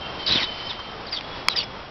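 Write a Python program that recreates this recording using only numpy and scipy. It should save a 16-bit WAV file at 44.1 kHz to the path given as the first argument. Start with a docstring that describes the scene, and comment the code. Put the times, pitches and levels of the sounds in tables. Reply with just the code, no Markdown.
"""Hoarse, falling whistles of a small caged animal, close to the camera, over scuffling in its bedding.
The whistles are gliding sines broken into breathy pulses; grains, thumps and ticks make the bedding.
A wire snaps once as a burst of short modes. Thin tones waver in low room noise and treble hiss.
The camera is narrow in band, adds hiss that follows the level, and clips hard."""
import sys
import numpy as np
from scipy import signal
from scipy.fft import rfft, irfft, next_fast_len
from scipy.io import wavfile
from scipy.ndimage import uniform_filter1d, map_coordinates

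SR = 44100
rng = np.random.default_rng(int(sys.argv[2]) if len(sys.argv) > 2 else 0)


def amp(db):
    return 10 ** (np.asarray(db, float) / 20)


def write(x):
    x = np.atleast_2d(x).T
    wavfile.write(sys.argv[1], SR, np.round(np.clip(x, -1, 1) * 32767).astype(np.int16))


N = 83790
T = np.arange(N) / SR

# Main whistles, one curve per call: t/s, pitch f/Hz, level/dB, hoarseness/0-1
OPENING_CALL = [(.261, 5000, -35.5, .7), (.265, 4880, -26, .7), (.268, 4220, -20.5, .8),
                (.271, 3920, -20, 0.77), (.285, 3860, -27, .9), (.298, 3770, -24.5, .9)]
LONG_CALL = [(.296, 2991, -30.5, .9), (.305, 3497, -21, .9), (.311, 3882, -18, 0.83), (.318, 3963, -21, .8),
             (.324, 4110, -16.5, .7), (0.337, 4090, -22, 0.92), (.35, 3900, -24, 0.68),
             (.359, 3577, -19, 0.64), (.372, 3330, -23.5, .9), (.39, 3017, -21.5, 0.91),
             (.397, 2580, -29, .7), (.405, 2284, -27.5, .6), (.415, 1986, -27.5, .6),
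             (.421, 1977, -38.5, .7), (.428, 1990, -28, 0.61), (.438, 1920, -37.5, .7)]
SOFT_CALL = [(.658, 5460, -47, 0.73), (0.675, 5200, -42, .7), (.686, 4500, -45, .6),
             (.697, 3830, -31.5, .6), (.702, 3650, -36, 0.65), (.709, 3554, -27.5, 0.64),
             (.716, 3350, -28.5, 0.6), (.722, 3270, -42.5, 0.72)]
FAINT_CALL = [(1.064, 5020, -46, 0.62), (1.07, 4770, -37.5, .6), (1.08, 4275, -41, 0.62),
              (1.09, 3780, -41, 0.61), (1.098, 3420, -38, .8)]
PAIR_CALL = [(1.11, 5320, -43, 0.19), (1.122, 4950, -36.5, 0.25), (1.129, 4810, -25, 0.19),
             (1.139, 4624, -28.5, 0.42), (1.15, 4450, -28.5, 0.56), (1.157, 4400, -33, .6)]
PAIR_TAIL = [(1.156, 3945, -39, 0.837), (1.163, 3775, -25, 0.67), (1.168, 3667, -33, 0.69),
             (1.174, 3560, -23.5, 0.49), (1.18, 3415, -32.5, 0.86), (1.19, 3130, -33, 1),
             (1.197, 3080, -42, .8)]
FLAT_CALL = [(1.493, 4250, -45, .5), (1.5, 4064, -31, .5), (1.506, 3940, -22, .7), (1.511, 3893, -26, 0.64),
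             (1.522, 3900, -29, .8), (1.535, 3870, -34.5, .8), (1.54, 3900, -44, .8)]
LAST_CALL = [(1.558, 5280, -39, .5), (1.564, 5135, -24.5, 0.54), (1.57, 4975, -28, .4),
             (1.577, 4834, -23, .2), (1.59, 4630, -22.5, .25), (1.601, 4450, -29, .5),
             (1.609, 4320, -33, .7), (1.622, 4250, -35.5, .8)]
# Short side notes beside the whistles: start t/s, length/s, first f/Hz, last f/Hz, level/dB
SIDE_NOTES = [(.272, .032, 4550, 4250, -28.5), (.274, 0.025, 5170, 4900, -32.5),
              (0.326, 0.018, 3400, 3200, -25.5), (.374, 0.015, 3880, 3600, -28),
              (0.333, 0.033, 4100, 4090, -33), (0.395, .035, 4400, 4200, -32),
              (0.404, .02, 3850, 3950, -30.5), (.426, .026, 3900, 3800, -23.5),
              (0.428, 0.018, 3550, 3520, -30.5), (.455, .018, 3700, 3520, -40),
              (0.698, 0.014, 4980, 4880, -46), (.704, 0.013, 950, 850, -38.5),
              (.788, 0.02, 1100, 1105, -35), (1.082, 0.022, 4350, 4230, -45),
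              (1.12, 0.042, 2050, 2062, -41), (1.158, 0.017, 4700, 4540, -39),
              (1.506, .02, 4900, 4790, -42), (1.524, .022, 3700, 2720, -34),
              (1.553, 0.011, 2150, 1840, -29.5), (1.558, .016, 3950, 3250, -30.5),
              (1.56, .01, 5950, 5880, -35), (1.565, 0.072, 3050, 2950, -36.5),
              (1.584, .024, 3850, 3250, -28.5), (1.607, 0.0182, 3900, 3360, -32),
              (1.626, .02, 2650, 2290, -37), (1.628, 0.018, 5200, 5200, -38)]
# Colour of the breath noise under the voice: f/Hz, level/dB
RASP_COLOUR = [(900, -16.5), (2200, -5), (3500, 0), (5000, -3), (6500, -4.5), (8000, -61)]
# Loudness of the scuffling: t/s, level/dB
SCUFFLE_LEVEL = [(0.261, -50), (0.274, -34), (.3, -26), (.34, -26.5), (.37, -26.5), (.4, -29), (.44, -27.5),
                 (.455, -36.5), (.475, -52)]
# Colour of the scuffling: f/Hz, level/dB
SCUFFLE_TINT = [(40, -8.5), (300, -1.5), (1500, -2.5), (3000, -3.5), (6000, -8)]
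# Soft thumps in the bedding: t/s, level/dB
BEDDING_THUMPS = [(.302, -26), (.3115, -19), (.3585, -18), (.334, -26), (.378, -26), (1.595, -30),
                  (1.772, -30)]
# Small ticks in the bedding: t/s, level at onset/dB
BEDDING_TICKS = [(.7244, -29), (0.7318, -27.5), (0.873, -34.5), (1.2096, -22.5)]
# Colour of the ticks: f/Hz, level/dB
TICK_TINT = [(500, -10.5), (1800, -2.5), (3800, 0), (5000, -7), (6500, -8.5)]
# Modes of the snapping wire: f/Hz, width/Hz, level relative to the snap/dB
WIRE_MODES = [(1117, 350, 2), (2276, 366, 4), (3250, 170, -6.5), (4457, 410, 3), (5026, 360, 4),
              (6000, 270, -10.5)]
# Two long wavering tones: t/s, f/Hz, level/dB
EARLY_TONE = [(0, 3110, -37.5), (.14, 3143, -47.5), (.225, 3116, -32), (.25, 3074, -36.5),
              (.3, 3054, -38.5), (.5, 3064, -37.5), (.65, 3083, -41), (.8, 3120, -41.5), (.9, 3114, -46),
              (1.09, 3130, -65)]
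LATE_TONE = [(1.2, 3333, -52.5), (1.29, 3350, -43), (1.35, 3376, -45.5), (1.375, 3340, -50),
             (1.4, 3332, -49.5), (1.47, 3360, -51), (1.65, 3375, -47), (1.76, 3300, -59), (1.9, 3260, -59)]
# Faint steady-pitched tones: from t/s, to t/s, f/Hz, level/dB
FAINT_TONE_SPANS = [(0.013, 0.17, 2740, -47.5), (.03, 0.081, 2800, -44), (0.37, 0.74, 5000, -54),
                    (.93, 1.07, 450, -48.5), (.75, 1.08, 1300, -51.5)]
# Colour of the low room noise: f/Hz, density/dB per Hz
ROOM_COLOUR = [(20, -5.5), (60, -1), (300, -4.5), (800, -2.5), (1250, -5), (1700, -10), (2500, -12.5),
               (3300, -12.5), (4500, -19), (5500, -17), (6200, -32.5)]
# Low room noise before its fixed lift: t/s, level/dB
ROOM_CURVE = [(0.0, -35.5), (0.238, -38), (0.418, -40), (1.09, -39.5), (1.9, -39)]
# Colour of the treble hiss: f/Hz, level/dB
HISS_COLOUR = [(1400, -25.5), (1900, -2), (3300, -3), (4500, -1.5), (5800, -13.5), (6500, -13.5)]
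# Loudness of the treble hiss: t/s, level/dB
HISS_LEVEL = [(0, -48), (.25, -41), (.5, -38.5), (.75, -42.5), (1, -54.5), (1.3, -45), (1.65, -51.5),
              (1.9, -76)]
# Colour of the hiss that follows the level in the camera: f/Hz, level/dB
GRIT_COLOUR = [(100, -14), (1000, -3), (3000, -0.5), (7000, 2.5)]
# Camera's response at its upper band edge: f/Hz, level/dB
BAND_EDGE = [(5300, 1.5), (5700, -4), (6000, -14), (6200, -30), (6500, -80), (7000, -120)]

NOTE_HOARSE, NOTE_EDGE_S, CALL_EDGE_S = .85, .004, .002
# pulse decay is an exponent per cycle, pulse rise a share of the cycle
PULSE_HZ, PULSE_JITTER, PULSE_SPREAD_DB, PULSE_DECAY, PULSE_RISE = 260, .3, 2.5, 1.5, .25
# narrow flutter and wide breath around the pitch; tremor of the pitch at full hoarseness
FLUTTER_HZ, FLUTTER_DB = 320, -3
BREATH_HZ, BREATH_DB = 1700, -4
TREMOR_HZ = 80
RASP_DB, RASP_S = -9.5, .002  # level under the voice; time over which it follows the voice
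ECHO_T60, ECHO_DB = .12, -11  # s, dB
THUMP_S, TICK_T60 = .0008, .011  # s
SNAP_S, SNAP_DB, SNAP_RISE_S = 1.4843, -6.5, .00066
WAVER_HZ, WAVER_SHARE = 95, .65
GRIT_DB, GRIT_S = -13, .0015  # level under the sound; time over which it follows the sound
CLIP = .76  # share of full scale


def animal():
    """Whistles, their side notes and a wide breathy rasp that follows the voice."""
    calls = (OPENING_CALL, LONG_CALL, SOFT_CALL, FAINT_CALL, PAIR_CALL, PAIR_TAIL, FLAT_CALL, LAST_CALL)
    voice = sum(whistle(*np.transpose(call), CALL_EDGE_S) for call in calls)
    for start, length, first_hz, last_hz, db in SIDE_NOTES:
        times = [start, start + length]
        voice = voice + whistle(times, [first_hz, last_hz], [db] * 2, [NOTE_HOARSE] * 2, NOTE_EDGE_S)
    level = follow(voice, RASP_S)
    return voice + amp(RASP_DB) * level * unit(coloured(rng.standard_normal(N), RASP_COLOUR))


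def whistle(s, hz, db, hoarse, edge_s):
    """When hoarse, the whistle breaks into uneven quick pulses with breath around the pitch."""
    share = np.clip(np.interp(T, s, hoarse), 0, 1)
    cycles = np.cumsum(PULSE_HZ * np.exp(PULSE_JITTER * wobble(150))) / SR
    sizes = amp(PULSE_SPREAD_DB * rng.standard_normal(N // 20))[cycles.astype(int)]
    part = cycles % 1  # position within the pulse
    pulses = unit(sizes * np.minimum(part / PULSE_RISE, 1) * np.exp(-PULSE_DECAY * part))
    flutter = amp(FLUTTER_DB) * murmur(FLUTTER_HZ)
    breath = amp(BREATH_DB) * murmur(BREATH_HZ)
    rough = pulses * unit(1 + flutter + breath)
    size = 1 - share + share * rough
    return tone(s, hz, db, size, edge_s, share * TREMOR_HZ * wobble(200))


def echo(x):
    """A short diffuse tail: the sound convolved with decaying noise."""
    tail = rng.standard_normal(SR // 4) * amp(-60 * T[:SR // 4] / ECHO_T60)
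    return amp(ECHO_DB) * signal.fftconvolve(x, tail / np.linalg.norm(tail))[:N]


def bedding():
    """Scuffling of uneven noise grains, soft thumps as brief pressure swings, and decaying noise ticks."""
    s, db = np.transpose(SCUFFLE_LEVEL)
    grains = rng.standard_normal(N) * amp(2.2 * wobble(400))
    out = unit(coloured(grains, SCUFFLE_TINT)) * amp(np.interp(T, s, db, -120, -120))
    for s, db in BEDDING_THUMPS:
        u = np.clip(T - s, 0, None) / THUMP_S
        out = out + amp(db) * u * (2 - u) * np.exp(-u) * 2
    for s, db in BEDDING_TICKS:
        decay = amp(db - 60 * np.abs(T - s) / TICK_T60) * (T >= s)
        out = out + decay * unit(coloured(rng.standard_normal(N), TICK_TINT))
    return out


def snap():
    """The wire's modes swell for a moment and die at once; wider modes die sooner."""
    t = np.clip(T - SNAP_S, 0, None)
    rise = 1 - np.exp(-(t / SNAP_RISE_S) ** 2)
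    modes = 0
    for hz, width_hz, db in WIRE_MODES:
        decay = np.exp(-(np.pi * width_hz * t / 2) ** 2)
        modes = modes + amp(db) * decay * np.sin(2 * np.pi * hz * t)
    return amp(SNAP_DB) * rise * modes


def tones():
    """Thin tones, each part steady and part randomly wavering in level and phase."""
    rows = [EARLY_TONE, LATE_TONE]
    rows += [[(start, hz, db), (end, hz, db)] for start, end, hz, db in FAINT_TONE_SPANS]
    out = 0
    for row in rows:
        size = np.sqrt(1 - WAVER_SHARE) + np.sqrt(WAVER_SHARE) * murmur(WAVER_HZ)
        out = out + tone(*np.transpose(row), size, .02)
    return out


def room_noise():
    """Low room noise and a treble hiss, each coloured noise with its own wandering level."""
    low_db = np.interp(T, *np.transpose(ROOM_CURVE)) + 1.0 + 1.1 * wobble(12.12)
    low = unit(coloured(rng.standard_normal(N), ROOM_COLOUR)) * amp(low_db)
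    hiss_db = np.interp(T, *np.transpose(HISS_LEVEL)) + 2.1 * wobble(25)
    return low + unit(coloured(rng.standard_normal(N), HISS_COLOUR)) * amp(hiss_db)


def tone(s, hz, db, size, edge_s, tremor=0):
    """A sine along a pitch and level curve, its size shaped by a real or complex curve."""
    gate = np.clip(np.minimum(T - s[0], s[-1] - T) / edge_s, 0, 1)
    phase = 2 * np.pi * np.cumsum(np.interp(T, s, hz) + tremor) / SR
    return np.sqrt(2) * gate * amp(np.interp(T, s, db)) * np.real(size * np.exp(1j * phase))


def murmur(rate_hz):
    """Complex random curve of rms 1."""
    return (wobble(rate_hz) + 1j * wobble(rate_hz)) / np.sqrt(2)


def wobble(rate_hz):
    """A smooth random curve of rms 1, through rate_hz random points a second."""
    return unit(map_coordinates(rng.standard_normal(N // 8), [T * rate_hz]))


def unit(x):
    """Scaled to rms 1."""
    return x / np.sqrt(np.mean(np.abs(x) ** 2) + 1e-20)


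def follow(x, span_s):
    """Running rms level over span_s seconds."""
    return np.sqrt(np.abs(uniform_filter1d(x ** 2, int(span_s * SR))))


def coloured(x, points):
    """x through a response of f/Hz, level/dB points, joined along log frequency."""
    m = next_fast_len(N + 8192)
    f, db = np.transpose(points)
    hz = np.fft.rfftfreq(m, 1 / SR)
    response = amp(np.interp(np.log(hz + 1), np.log(f + 1), db))
    return irfft(rfft(x, m) * response, m)[:N]


def scene():
    """Everything at the microphone; only the voice carries the echo."""
    voice = animal()
    return (voice + echo(voice) + bedding() + snap() + tones() + room_noise())[None]


def band_limit(x):
    """A steep low-pass at the top of the band."""
    return signal.sosfilt(signal.butter(12, 15500, fs=SR, output="sos"), x)


def record(dry):
    """In the camera, coarse sampling adds hiss that follows the level; then the band edge and a hard clip."""
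    grit = coloured(rng.standard_normal(N), GRIT_COLOUR)
    hissy = dry[0] + amp(GRIT_DB) * follow(dry[0], GRIT_S) * grit
    narrow = coloured(hissy, BAND_EDGE)
    mix = np.clip(narrow, -CLIP, CLIP)[None]
    return band_limit(mix)


dry = scene()
out = record(dry)
write(out)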